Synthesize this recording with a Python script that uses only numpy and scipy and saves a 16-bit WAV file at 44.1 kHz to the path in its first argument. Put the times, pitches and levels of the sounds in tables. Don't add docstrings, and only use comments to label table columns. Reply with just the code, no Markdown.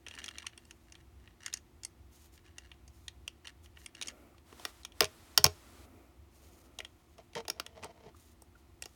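import sys
import numpy as np
from scipy import signal
from scipy.fft import rfft, irfft
from scipy.io import wavfile

SR = 44100
rng = np.random.default_rng(int(sys.argv[2]) if len(sys.argv) > 2 else 0)


def pcm_store(signal):
    levels = np.round(np.clip(np.atleast_2d(signal), -1, 1) * 32767)
    wavfile.write(sys.argv[1], SR, levels.astype(np.int16).T)


N = 394694

# t/s, level/dB, weight/dB (knock re level), hardness/dB (treble re clack), part f/Hz
CONTACTS = [(0.0648, -43, -18, -11.5, 2760), (0.071, -47.5, -7.5, -13, 2730), (0.0833, -45, -18, 1, 2720),
            (0.1104, -45.5, -20.0, -12, 2780), (0.1383, -49.0, -14, -10, 2930),
            (0.151, -52.0, -26, 2, 8840), (0.1764, -44.5, -22, -23, 1810), (0.188, -46.5, -31, -1, 2960),
            (0.217, -49, -16, -14, 2840), (0.241, -40, -24, 1, 2780), (0.2604, -44, -17, 3.5, 5800),
            (0.2809, -40.5, -29, -10, 2900), (0.2872, -40.5, -31, -5, 1770), (0.3552, -50, -24, -19, 1740),
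            (0.3734, -54, -10, -21, 2810), (0.3833, -39.5, -25, 2.5, 2660), (0.398, -61, -22, -3, 2790),
            (0.4272, -50, -22, -19, 2850), (0.4535, -55, -13, -19, 2760), (0.467, -35, -34, -1.5, 2560),
            (0.5324, -57, -13, -21, 2740), (0.5764, -47.5, -29, -1.5, 9050), (0.652, -60.5, -15, 4, 7700),
            (0.709, -47.5, -18, -1, 2710), (0.922, -49.5, -23.5, 3.5, 6000), (0.9526, -52.5, -19, -8, 3030),
            (1.2753, -53, -33, -27, 1870), (1.4323, -51, -28, -2.5, 1940), (1.4617, -34, -36, 2, 6770),
            (1.4802, -43, -30, -9, 1860), (1.5281, -44, -28, -6, 4020), (1.5381, -31, -28.5, 12.5, 6500),
            (1.5718, -47.5, -29, 6, 6440), (1.834, -44, -37, 7, 6730), (1.849, -35.5, -32, 13.5, 8900),
            (2.462, -61, -14, -8, 2310), (2.5825, -42, -20.5, -1, 6630), (2.716, -48, -18.0, -16, 2800),
            (2.8782, -56.5, -20, 8, 6260), (3.081, -38.5, -35, -3, 4330), (3.2778, -35.5, -20.5, -5, 2920),
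            (3.4558, -52, -9, -10, 2930), (3.471, -42.5, -24, -6.5, 3100), (3.4791, -51, -17.5, -2, 5400),
            (3.659, -56.5, -16, -5, 2110), (3.7714, -50.5, -18, -22, 2150), (3.8607, -41, -38, 0, 9000),
            (3.95, -48.0, -22.5, -2.5, 2840), (4.0132, -37.5, -17, -1, 3700), (4.0236, -36, -33, 0, 4630),
            (4.029, -41.0, -23, 1, 2890), (4.0583, -52, -21, 1, 2910), (4.0719, -41, -41, 11, 6500),
            (4.0825, -37.5, -39, 1, 6470), (4.086, -43.5, -34, 5, 6560), (4.3807, -61.5, -7, -5, 4650),
            (4.526, -57.5, 7, -3, 2470), (4.5965, -55, 4, 3, 3200), (4.6512, -31, -11.5, -1.5, 5000),
            (4.8326, -55.5, -17, 3, 4040), (4.8494, -39.0, -17, 2, 3180), (4.9203, -56, -23, -8, 3050),
            (5.006, -16.5, -19, 2.5, 5740), (5.0198, -30, -10, -7, 4130), (5.0262, -35.5, -3, -3, 2240),
            (5.0329, -37.5, 2.5, -5, 2530), (5.043, -31, -23, 0, 6660), (5.0528, -38.5, -13, -1, 5430),
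            (5.3763, -13.5, -22.5, 6, 5360), (5.3826, -30.0, -20, -4.5, 5360),
            (5.4419, -11.5, -19.5, 12.5, 5760), (5.4526, -26, -15, 0, 5500), (5.4633, -26, -14.5, 1, 5720),
            (6.7874, -39, -19.5, -1, 4000), (6.803, -37.5, -13.5, -14.5, 2350),
            (6.8479, -42, -19, -8.5, 2810), (7.1815, -58, -0.5, 1, 2276), (7.333, -56.5, -9, -5, 4420),
            (7.3518, -39, -17, -6, 5360), (7.4515, -54.5, 1.5, -7, 2730), (7.481, -35.5, -10, 4, 5200),
            (7.4997, -28, -17, 8, 5310), (7.5982, -32.5, -8.0, -0.5, 4870), (7.6634, -43, -11.5, -3, 2740),
            (7.8349, -43.5, -12, -9.5, 2080), (7.8435, -45, -1, 9, 8400), (8.4202, -53.5, -3, 30, 13800),
            (8.8225, -37.5, -16.5, 3, 7630), (8.837, -50.5, -11, -1.5, 3830), (8.8568, -44, -5, 4, 5540)]
# f/Hz, width/Hz, level/dB
SHELL_MODES = [(439, 630, -7.5), (830, 180, -1.5), (1930, 190, -8.5), (2143, 200, -8.5), (2820, 140, -9),
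               (3450, 250, -7.5), (3337, 350, -8), (4425, 230, -2), (5672, 700, -1), (6538, 420, -12.5),
               (6560, 440, -4), (8660, 300, -24), (8700, 800, -0.5), (12180, 860, -15)]
BAND_EDGES = [300, 1200, 3600, 7200, 17000]


def clicks(chatter_s=0.0011, rattle_s=0.012, lead_s=0.0004, small_part_hz=6500, gain_db=-1.7):
    times, db, weight, hardness, part_hz = np.transpose(CONTACTS)
    out, t = np.zeros(N), np.arange(int(0.04 * SR)) / SR
    chatter = t / chatter_s * np.exp(1 - t / chatter_s)
    rattle_db = -19 - 0.296 * (db - db.mean())
    rattle = from_db(rattle_db)[:, None] * np.exp(-t / rattle_s)
    force = rng.standard_normal((len(times), len(t))) * (chatter + rattle)
    force[:, np.argmax(chatter)] = from_db(8)
    shell = resonate(force, SHELL_MODES)
    part = np.array([unit_rms(resonate(f, [(hz, 950, 0)])) for f, hz in zip(force, part_hz)])
    ringing = shell + from_db(-2) * shell.std(axis=1)[:, None] * part
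    ringing = band(ringing, 11000, "low", order=4)
    knock_db = db + weight
    bare_db = -20 + 0.91 * (np.minimum(knock_db, -40) + 55)
    struck = from_db(bare_db)[:, None] * force + ringing
    clack_db = db - 10 * np.log10(1 + from_db(hardness) ** 2)
    octaves_above = np.maximum(np.log2(part_hz / small_part_hz), 0)
    tilt_db = -7 + 17 * octaves_above + 2 * from_db(clack_db - db)
    snap_db = clack_db + hardness - 10 * np.log10(1 + from_db(tilt_db) ** 2)
    sounds = 0
    for k, band_db in enumerate((knock_db, clack_db, snap_db, snap_db + tilt_db)):
        register = band(struck, BAND_EDGES[k:k + 2], order=4)
        onset_rms = register[:, :int(0.0065 * SR)].std(axis=1)
        sounds = sounds + register * (from_db(band_db + gain_db) / onset_rms)[:, None]
    for start_s, sound in zip(times, sounds):
        add(out, start_s - lead_s, sound)
    return out


# t/s, length/s, level/dB
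TURNS = [(0.06, .45, -57.5), (0.52, 0.21, -72), (0.84, .2, -70.5), (1.19, 0.17, -71), (1.40, 0.2, -59),
         (2.36, 0.042, -57.5), (2.44, 0.085, -66), (2.53, 0.23, -69), (3.44, 0.074, -57),
         (3.74, 0.17, -66.5), (3.94, 0.19, -58.5)]
# f/Hz, width/Hz, level/dB
JOINT_MODES = [(1746, 270, 3), (2340, 170, -11), (2810, 96, 0.5), (3820, 72, -4.5), (4040, 490, -11),
               (5880, 95, -6.5), (6450, 290, -15), (9200, 620, -17.5)]


def joint_creaks(creak_db=-1, catch_db=-6, uneven_db=4.5, chatter_s=0.00068):
    creak = resonate(slips(per_s=1300, spread_db=8.5), JOINT_MODES)
    creak = unit_rms(creak * from_db(uneven_db * drift(rate_hz=70)))
    hiss = rng.standard_normal(N)
    decay = np.exp(-np.arange(SR // 100) / SR / chatter_s)
    bursts = signal.fftconvolve(np.abs(slips(per_s=46, spread_db=1)), decay)[:N]
    catches = unit_rms(resonate(hiss * bursts, JOINT_MODES))
    friction = from_db(creak_db) * creak + from_db(catch_db) * catches
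    return friction * strokes(TURNS, attack_s=0.013, release_s=0.03)


# t/s, level/dB, most excited f/Hz
KNOCKS = [(4.652, -48.5, 610), (5.009, -23.5, 380), (5.023, -31.5, 130), (5.378, -32.5, 760),
          (5.385, -30, 143), (5.444, -24, 870), (5.443, -17.5, 119), (5.462, -28, 332), (6.789, -47, 650),
          (7.482, -42, 548), (7.5, -42, 296), (8.06, -41, 168)]
# f/Hz, level/dB, t60/s
LAPTOP_MODES = [(86.8, -11.5, 0.21), (112, -12.5, 0.054), (135, -8.5, 0.11), (162, -6, 0.031),
                (202.2, -10.5, 0.059), (253, -20.5, 0.039), (340, -9.5, .07), (416.5, -8, 0.13),
                (469, -8.5, 0.086), (554.5, -13, 0.015), (630, -7, 0.14), (746, -5.5, .05),
                (870, -3, 0.048), (1062.5, -8, 0.067)]


def laptop_knocks(uneven_db=1.5, gain_db=3, spread_octaves=0.93):
    out, t = np.zeros(N), np.arange(SR // 3) / SR
    hz, mode_db, t60_s = np.transpose(LAPTOP_MODES)
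    cycles = np.outer(hz, t)
    modes = np.sin(2 * np.pi * cycles) * np.exp(-np.log(1000) * t / t60_s[:, None])
    modes *= 1 - np.exp(-2 * cycles)
    signs = (-1) ** np.arange(len(hz))
    for start_s, db, centre_hz in KNOCKS:
        favoured = np.exp(-0.5 * (np.log2(hz / centre_hz) / spread_octaves) ** 2)
        strength = favoured * from_db(db + gain_db + mode_db + uneven_db * rng.standard_normal(len(hz)))
        add(out, start_s, (strength * signs) @ modes)
    return out


# t/s, length/s, level/dB
PUSHES = [(7.17, 0.065, -60), (7.345, 0.083, -40), (7.53, 0.58, -62), (7.735, 0.068, -57),
          (7.815, .065, -47), (7.885, 0.039, -49.5), (8.02, 0.1, -54)]
# t/s, length/s, slip rate/Hz, level/dB
GROANS = [(7.353, 0.059, 229, -44.5), (7.824, 0.024, 224, -48)]
# f/Hz, width/Hz, level/dB
PART_MODES = [(157, 40, -4.5), (215, 76, -8), (452, 27, 4.5), (661, 45, 4), (900, 130, -3.5),
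              (1376, 810, -13.5), (2080, 500, -11), (3126, 210, -12.5), (3850, 500, -17), (5610, 1700, -19)]


def dragged_part(jitter_periods=0.053, uneven_db=4.5, snag_db=4.5, lowpass_hz=4500):
    scrape = resonate(slips(per_s=1500, spread_db=3.5), PART_MODES)
    scrape = band(scrape, lowpass_hz, "low", order=1) * from_db(snag_db * drift(rate_hz=92))
    out = strokes(PUSHES, attack_s=0.026, release_s=0.041) * unit_rms(scrape)
    for start_s, length_s, slip_hz, db in GROANS:
        count = int(length_s * slip_hz)
        index = np.arange(1, count + 1)
        slip_s = (index + jitter_periods * rng.standard_normal(count)) / slip_hz
        swell = np.sin(np.pi * index / (count + 1))
        pulses = np.zeros(SR // 4)
        pulses[(slip_s * SR).astype(int)] = swell * from_db(uneven_db * rng.standard_normal(count))
        groan = resonate(pulses, PART_MODES)
        add(out, start_s, from_db(db) * groan / groan[:int(length_s * SR)].std())
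    return out


# t/s, starting f/Hz, level/dB
FINGER_SLIPS = [(0.439, 1105, -56), (4.34, 1140, -66.5), (8.142, 1160, -61), (8.55, 1370, -60.5)]


def finger_squeaks(length_s=0.014, rise_octaves_per_s=6, rough_rad=0.097):
    out, t = np.zeros(N), np.arange(int(length_s * SR)) / SR
    for start_s, hz, db in FINGER_SLIPS:
        pitch_hz = hz * 2 ** (rise_octaves_per_s * t)
        phase = np.cumsum(2 * np.pi * pitch_hz / SR + rough_rad * rng.standard_normal(len(t)))
        add(out, start_s, from_db(db) * unit_rms(np.sin(phase) * np.hanning(len(t))))
    return out


# t/s, length/s, level/dB
FINGER_SLIDES = [(0.56, 0.33, -77), (2.1, .2, -65.5), (2.31, .08, -65.5), (2.91, 0.18, -72),
                 (3.61, 0.077, -69), (3.76, 0.12, -66), (6.3, 0.4, -69), (6.72, 0.56, -80),
                 (8.13, 0.22, -69), (8.55, 0.096, -76.5), (8.8, 0.18, -70.5)]
# f/Hz, level/dB
SKIN_SPECTRUM = [(1200, 4), (2500, 3), (4500, 4.5), (5800, 5), (6800, 8.5), (8000, 1.5), (9500, 8),
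                 (10700, -5.5), (12000, 7), (13500, -7), (15000, 5), (17000, -15)]


def finger_rubs(gain_db=-1, flutter_db=3, grain_db=2.5):
    catching = from_db(gain_db + flutter_db * drift(rate_hz=65) + grain_db * drift(rate_hz=980))
    return strokes(FINGER_SLIDES, attack_s=0.033, release_s=0.035) * catching * noise(SKIN_SPECTRUM)


# t/s, length/s, level/dB
SLEEVE_SLIDES = [(4.43, 0.41, -64), (4.55, 0.17, -61.5), (4.92, 0.95, -62.5)]
# f/Hz, level/dB
SLEEVE_SPECTRUM = [(600, 4.5), (1500, 8), (2500, 1.5), (4000, 1.5), (6000, -1.5), (8000, -1), (12000, -5),
                   (16000, -10.5)]
# t/s, length/s, level/dB
ARM_SHIFTS = [(0.0, 0.51, -63.5), (3.9, 0.56, -59.5), (4.42, 0.35, -59), (4.75, 1, -68.5),
              (5.55, 0.68, -60.5), (6.27, 0.75, -65)]
# f/Hz, level/dB
BRUSH_SPECTRUM = [(120, -42), (230, -0.5), (450, -9.5), (560, -8.5), (720, -11.5), (1050, -22), (1350, -12),
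                  (1650, -25.5), (2300, -19.5), (3200, -33.5)]


def cloth(brush_db=-1):
    hiss = strokes(SLEEVE_SLIDES, attack_s=0.074, release_s=0.026) * noise(SLEEVE_SPECTRUM)
    brush = strokes(ARM_SHIFTS, attack_s=0.21, release_s=0.27) * noise(BRUSH_SPECTRUM)
    return hiss + from_db(brush_db) * brush


# f/Hz, rms level/dB
HUM_TONES = [(59.2, -76), (166.9, -81.5), (236.9, -76.5), (333.8, -75.5), (355.3, -77), (716, -83.5)]
# f/Hz, level/dB
ROOM_SPECTRUM = [(25, -18.5), (65, 0), (130, -9.5), (190, -14.5), (250, -12.5), (330, -10), (480, -20.5),
                 (900, -20), (1500, -23), (2200, -26), (5000, -33), (16000, -38)]


def room_tone(waver_cycles=0.22, noise_db=-64.5):
    hum, t = 0, np.arange(N) / SR
    for hz, db in HUM_TONES:
        cycles = hz * t + waver_cycles * drift(rate_hz=5.6)
        hum = hum + from_db(db) * np.sqrt(2) * np.sin(2 * np.pi * cycles)
    return hum + from_db(noise_db) * noise(ROOM_SPECTRUM)


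# t/s, length/s, level/dB
GRIP_SHIFTS = [(0.78, 0.61, -59.5), (1.86, 0.32, -61), (2.75, .58, -58), (3.6, 0.23, -57.5),
               (5.58, 0.5, -65.5), (6.08, .22, -59.5), (7.7, 0.18, -56), (8.63, 0.21, -58)]
# f/Hz, level/dB
RUMBLE_SPECTRUM = [(25, -20), (45, -7), (62, 13), (85, 10.5), (115, 0.5), (160, -16.5), (300, -45)]


def rumble(steady_db=-65, bump_db=-1):
    bumps = from_db(bump_db) * strokes(GRIP_SHIFTS, attack_s=0.13, release_s=0.086)
    return np.hypot(from_db(steady_db), bumps) * noise(RUMBLE_SPECTRUM)


def room(x, delay_s=0.0021, near_db=-15, near_t60_s=0.13, tail_db=-23, tail_t60_s=0.24, lowpass_hz=4000):
    response, t = 0, np.arange(SR // 2) / SR
    for db, t60_s in ((near_db, near_t60_s), (tail_db, tail_t60_s)):
        echoes = rng.standard_normal(len(t)) * np.exp(-np.log(1000) * t / t60_s) * (t > delay_s)
        response = response + from_db(db) * echoes / np.linalg.norm(echoes)
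    return x + signal.fftconvolve(x, band(response, lowpass_hz, "low", order=1))[:N]


def from_db(db):
    return 10 ** (np.asarray(db) / 20)


def unit_rms(x):
    return x / np.sqrt(np.mean(x ** 2) + 1e-20)


def add(out, start_s, sound):
    at = int(start_s * SR)
    out[at:at + len(sound)] += sound[:N - at]


def band(x, edges_hz, kind="band", order=2):
    return signal.sosfilt(signal.butter(order, edges_hz, kind, fs=SR, output="sos"), x + 1e-18)


def resonate(x, modes):
    out = 0
    for k, (hz, width_hz, db) in enumerate(modes):
        r = np.exp(-np.pi * width_hz / SR)
        poles = [1, -2 * r * np.cos(2 * np.pi * hz / SR), r * r]
        gain = (-1) ** k * from_db(db) * (1 - r * r) / 2
        out = out + gain * signal.lfilter([1, 0, -1], poles, x + 1e-18)
    return out


def noise(spectrum):
    hz, db = np.transpose(spectrum)
    bins_hz = np.maximum(np.fft.rfftfreq(N, 1 / SR), 1)
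    gain = from_db(np.interp(np.log(bins_hz), np.log(hz), db)) * np.minimum(bins_hz / hz[0], 1) ** 2
    return unit_rms(irfft(rfft(rng.standard_normal(N)) * gain, N))


def drift(rate_hz):
    return np.interp(np.arange(N) / SR * rate_hz, np.arange(N), rng.standard_normal(N))


def slips(per_s, spread_db):
    sizes = from_db(spread_db * np.minimum(rng.exponential(1, N), 4)) * rng.choice([-1, 1], N)
    return sizes * (rng.random(N) < per_s / SR)


def strokes(rows, attack_s, release_s):
    out = np.zeros(N)
    for start_s, length_s, db in rows:
        t = np.arange(int(length_s * SR)) / SR
        ramp = np.clip(t / attack_s, 0, 1) * np.clip((length_s - t) / release_s, 0, 1)
        add(out, start_s, from_db(db) * np.sin(np.pi / 2 * ramp) ** 2)
    return out


def scene():
    toy = clicks() + laptop_knocks() + joint_creaks() + dragged_part() + finger_squeaks()
    return (room(toy) + finger_rubs() + cloth() + room_tone() + rumble())[None]


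# f/Hz, width/Hz, share removed/0-1
RESPONSE_DIPS = [(1585, 320, .45), (8660, 180, 0.3)]


def record(dry, cutoff_hz=17500):
    for hz, width_hz, share in RESPONSE_DIPS:
        dry = dry - share * resonate(dry, [(hz, width_hz, 0)])
    lowpass = signal.ellip(8, 0.2, 70, cutoff_hz, fs=SR, output="sos")
    return signal.sosfilt(lowpass, np.clip(dry, -1, 1))


dry = scene()
out = record(dry)
pcm_store(out)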